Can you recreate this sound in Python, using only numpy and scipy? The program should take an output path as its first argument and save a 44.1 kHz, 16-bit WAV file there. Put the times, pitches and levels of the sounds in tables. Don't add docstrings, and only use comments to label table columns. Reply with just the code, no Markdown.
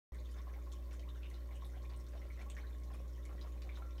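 import sys
import numpy as np
from scipy import signal
from scipy.fft import rfft, irfft
from scipy.io import wavfile
from scipy.ndimage import uniform_filter1d

SR = 44100
rng = np.random.default_rng(int(sys.argv[2]) if len(sys.argv) > 2 else 0)


def generate_wav(sig):
    pcm = np.round(np.clip(np.atleast_2d(sig).T, -1, 1) * 32767).astype(np.int16)
    wavfile.write(sys.argv[1], SR, pcm)


N = 176400
T = np.arange(N) / SR
AGE = np.arange(SR // 4) / SR

# multiple of the mains pitch, level/dB
HUM_TONES = [(1, -44.5), (2, -65), (4, -75.5), (5, -69), (6, -70), (7, -74), (10, -76.5), (18, -79.5),
             (19, -88.5)]
# t/s, share of the hum lost
HUM_DIPS = [(2.03, 0.38), (2.085, 0.59), (2.24, 0.2), (2.285, 0.31), (2.40, .25)]
# t/s, f/Hz, level/dB
BUBBLES = [(.148, 1950, -65.5), (.205, 567, -64), (.256, 3440, -69), (.383, 3500, -74), (.470, 1044, -61),
           (.486, 1660, -69.5), (.538, 2060, -64), (.560, 820, -65), (.636, 560, -62.5),
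           (.670, 1016, -64.5), (.735, 1070, -67.5), (.888, 1030, -72), (1.090, 3620, -66),
           (1.173, 567, -69), (1.232, 2560, -62), (1.259, 2550, -63), (1.313, 1990, -66.5),
           (1.331, 337, -60), (1.343, 3800, -65), (1.511, 2180, -66.5), (1.553, 2820, -66.5),
           (1.603, 590, -76), (1.622, 1045, -61), (1.647, 3580, -65), (1.665, 8000, -74),
           (1.672, 1120, -80), (1.769, 724, -67), (1.838, 1065, -66.5), (1.849, 2300, -66.5),
           (1.899, 4440, -67.5), (1.964, 8340, -69), (2.137, 554, -60), (2.152, 627, -60),
           (2.217, 1970, -63.5), (2.254, 557, -59.5), (2.302, 2110, -61.5), (2.375, 1930, -65),
           (2.393, 1860, -61), (2.411, 2210, -61), (2.426, 1060, -69), (2.463, 1037, -63),
           (2.551, 6450, -69.5), (2.567, 1780, -55.5), (2.582, 2130, -59), (2.670, 3840, -69),
           (2.940, 2300, -68.5), (3.002, 530, -59.5), (3.180, 1840, -67.5), (3.254, 2130, -65),
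           (3.352, 530, -63), (3.381, 1870, -65.5), (3.413, 4750, -70), (3.428, 4900, -69),
           (3.692, 2206, -57), (3.756, 3730, -64), (3.822, 1295, -60), (3.853, 1280, -67),
           (3.983, 3000, -64.5)]
# t/s, middle f/Hz, level/dB
BLOOPS = [(.177, 4040, -69.5), (.855, 633, -76), (.980, 585, -62.5), (1.019, 2210, -68), (1.062, 1060, -64),
          (1.075, 3080, -69), (1.146, 1365, -74), (2.628, 1650, -62.5)]
# t/s, middle f/Hz, level/dB, width/octaves
TICKS = [(0.146, 8000, -72.5, 0.15), (.313, 9500, -73, .35), (0.719, 3770, -65.5, 0.47),
         (0.725, 6200, -63.5, 0.57), (0.93, 6600, -68, 0.74), (.995, 3480, -65, .7),
         (1.234, 2740, -66, 0.19), (1.301, 5900, -69, 1), (1.557, 7100, -71, 0.33),
         (1.652, 10900, -71, .25), (1.829, 6200, -74, .3), (1.999, 5500, -74, 0.66),
         (2.066, 4500, -71, 0.41), (2.086, 7040, -72.5, 0.34), (2.416, 5000, -68, 0.96),
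         (2.5, 7700, -60, 0.19), (2.501, 2930, -61.5, 0.26), (2.567, 2320, -66, 0.76),
         (2.580, 12000, -77, .25), (2.836, 4470, -69.5, 0.56), (2.938, 8160, -71.5, 0.7),
         (3.253, 5900, -66, .8), (3.412, 4300, -60.5, 0.25), (3.481, 12000, -81, 0.5),
         (3.62, 3320, -61, 0.65), (3.772, 1280, -60.5, 0.44), (3.98, 3700, -69, .4)]
# t/s, length/s, level of each low bubble/dB, level of each droplet/dB
SPLASHES = [(.352, 0.054, -70.5, -70), (.495, 0.086, -71, -75), (0.906, 0.048, -79, -70),
            (1.505, 0.037, -70, -79.5), (1.736, 0.049, -73, -78), (1.895, 0.05, -69, -73),
            (2.148, .035, -71, -74.5), (2.39, 0.039, -67, -72.5), (2.571, .035, -72, -73),
            (2.900, 0.067, -66.5, -76), (3.274, .06, -66.5, -76), (3.435, .04, -66, -76.5),
            (3.640, .04, -68.5, -80), (3.722, 0.026, -83, -73.5), (3.777, 0.048, -65.5, -86)]
# f/Hz, width/Hz, gain/dB
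TANK_BANDS = [(814, 16, 6), (882, 35, -12.5), (1106, 112, 7), (1194, 190, -4.5), (1365, 6.3, 10.5),
              (2806, 72, -12), (2890, 33, 10), (3005, 51, -12.5), (3080, 20, 10.5), (3594, 64, 7.5),
              (4990, 610, -5.5), (5380, 410, 4), (7640, 420, -4), (13550, 630, 7), (14100, 430, -1)]
# t/s, f/Hz, level/dB
BUMPS = [(2.04, 75, -60), (2.06, 46, -58), (2.23, 42, -58), (2.26, 82, -59)]
# t/s, length/s, level/dB
BOOMS = [(0.294, 0.24, -71), (2.302, 0.36, -63), (2.804, 0.29, -63), (3.28, 0.26, -66)]
# f/Hz, relative level/dB
NOISE_SHAPE = [(20, -40), (36, 1.5), (85, 3.5), (145, -4.5), (190, 0), (250, -7), (330, -4), (450, -10.5),
               (550, -0.5), (720, -19.5), (1030, -12.5), (1400, -24), (2000, -17.5), (2700, -27),
               (5000, -26), (9300, -29.5), (10500, -33.5), (12000, -28.5), (15500, -33)]


def pump(mains_hz=60.01, hum_waver_db=.2, buzz_waver_db=1.6, dip_s=.015):
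    out = np.zeros(N)
    dips = 1 - sum(depth * np.exp(-((T - s) / dip_s) ** 2) for s, depth in HUM_DIPS)
    for multiple, db in HUM_TONES:
        if multiple == 1:
            gain = dips * undb(hum_waver_db * drift(4.4))
        else:
            gain = undb(buzz_waver_db * drift(4.455))
        tone = np.sqrt(2) * np.sin(2 * np.pi * (multiple * mains_hz * T + rng.random()))
        out += undb(db) * gain * tone
    return out


def water():
    out = np.zeros(N)
    for s, hz, db in BUBBLES:
        add(out, s, bubble(hz), db)
    for s, hz, db in BLOOPS:
        add(out, s, bloop(hz), db)
    for s, hz, db, octaves in TICKS:
        add(out, s, wall_echoes(snap(hz, octaves)), db)
    return out


def bubble(hz, cycles=5.85, rise=.045, snap_db=-9.5, full_echo_hz=1300):
    life = AGE * hz / cycles
    pitch = hz * (1 + rise * np.minimum(life, 2 * np.pi))
    ring = np.sin(2 * np.pi * np.cumsum(pitch) / SR) * np.exp(-life)
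    pop = undb(snap_db) * snap(hz, octaves=.7)
    return wall_echoes(set_level(ring, 0) + pop, amount=min(1, hz / full_echo_hz))


def bloop(hz, length_s=.026, rise_octaves=.9):
    life = np.minimum(AGE / length_s, 1)
    pitch = hz * 2 ** (rise_octaves * (life - .5))
    swell = np.sin(np.pi * life) ** 2
    return wall_echoes(np.sin(2 * np.pi * np.cumsum(pitch) / SR) * swell)


def snap(hz, octaves=.27, fade_s=.0018, dull_above_hz=10500):
    def band(f):
        hump = np.exp(-.5 * (np.log2(f / hz) / octaves) ** 2)
        return hump / np.sqrt(1 + (f / max(hz, dull_above_hz)) ** 12)
    return set_level(noise(band, len(AGE)) * np.exp(-AGE / fade_s), 0)


def splashes(count=6, gurgle_hz=767, gurgle_octaves=.7, spray_hz=1770):
    out = np.zeros(N)
    for s, length, gurgle_db, spray_db in SPLASHES:
        for k, (when, height, lands, drop_height) in enumerate(rng.random((count, 4))):
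            hz = gurgle_hz * 2 ** (gurgle_octaves * (2 * height - 1))
            gurgle = bubble(hz, cycles=2.8)
            add(out, s + length * (k + when) / count, gurgle, gurgle_db)
            droplet = snap(spray_hz * 2 ** (drop_height - .5), octaves=.7)
            add(out, s + length * (k + lands) / count, wall_echoes(droplet), spray_db)
    return out


def trickle(per_s=140, low_hz=522.6, high_hz=7000, db_per_octave=-1, spread_db=2.2):
    out = np.zeros(N)
    for when, height, strength in rng.random((int(per_s * N / SR), 3)):
        hz = low_hz * (high_hz / low_hz) ** height
        usual_db = -77 + db_per_octave * np.log2(hz / 3000)
        db = usual_db + spread_db * np.sqrt(12) * (strength - .5)
        add(out, when * N / SR, bubble(hz), db)
    return out


def fizz(per_s=75, low_hz=1190, high_hz=13900, spread_db=4):
    out = np.zeros(N)
    for when, height, strength in rng.random((int(per_s * N / SR), 3)):
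        hz = low_hz * (high_hz / low_hz) ** height
        add(out, when * N / SR, snap(hz), db=-86.5 + spread_db * (2 * strength - 1))
    return out


def wall_echoes(x, amount=1, short_s=.08, long_s=.15, delay_s=.003, density=.03):
    echoes = 0
    for fade_s, db in ((short_s, -1), (long_s, -2)):
        arrives = (rng.random(len(AGE)) < density) & (AGE > delay_s)
        fade = np.exp(-np.log(1000) * AGE / fade_s)
        tail = arrives * rng.standard_normal(len(AGE)) * fade
        echoes = echoes + undb(db) * tail / np.linalg.norm(tail)
    return x + amount * signal.fftconvolve(x, echoes)[:len(x)]


def tank_colour(x):
    for hz, width, db in TANK_BANDS:
        half_gain = undb(db / 2)
        span = np.pi * width / SR
        tuning = -2 * np.cos(2 * np.pi * hz / SR)
        boost, cut = span * half_gain, span / half_gain
        x = signal.lfilter([1 + boost, tuning, 1 - boost], [1 + cut, tuning, 1 - cut], x)
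    return x


def bumps(rise_s=.015):
    out = np.zeros(N)
    for s, hz, db in BUMPS:
        tone = np.sin(2 * np.pi * (hz * AGE + rng.random()))
        add(out, s, tone * AGE * np.exp(-AGE / rise_s), db)
    return out


def booms(hz=186, width_hz=28):
    ring = set_level(noise(lambda f: 1 / (1 + ((f - hz) / width_hz) ** 2)), 0)
    swells = sum(undb(db) * np.sin(np.pi * np.clip((T - s) / length, 0, 1)) for s, length, db in BOOMS)
    return ring * swells


def background():
    hz, db = np.array(NOISE_SHAPE).T
    return set_level(noise(lambda f: undb(np.interp(np.log(f), np.log(hz), db))), -62.5)


def undb(db):
    return 10 ** (np.asarray(db) / 20)


def set_level(x, db):
    return x * undb(db) / np.std(x)


def drift(per_s):
    hold = int(SR / per_s)
    steps = np.repeat(rng.standard_normal(N // hold + 1), hold)
    return 1.3 * uniform_filter1d(uniform_filter1d(steps, hold), hold)[:N]


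def noise(gain, size=N):
    f = np.fft.rfftfreq(size, 1 / SR) + 1
    return irfft(rfft(rng.standard_normal(size)) * gain(f), size)


def add(out, s, x, db, window_s=.02):
    start = int(np.clip(s * SR, 0, N - 1))
    scaled = x * undb(db) * np.sqrt(window_s * SR / np.sum(x ** 2))
    out[start:start + len(x)] += scaled[:N - start]


def scene():
    inside = background() + water() + splashes() + trickle() + fizz()
    return (pump() + bumps() + booms() + tank_colour(inside))[None]


def record(dry):
    start_s, top_hz = .12, 15750
    opened = dry * np.clip((T - start_s) / .001, 0, 1)
    return signal.sosfilt(signal.ellip(10, .1, 70, top_hz, fs=SR, output="sos"), opened)


dry = scene()
out = record(dry)
generate_wav(out)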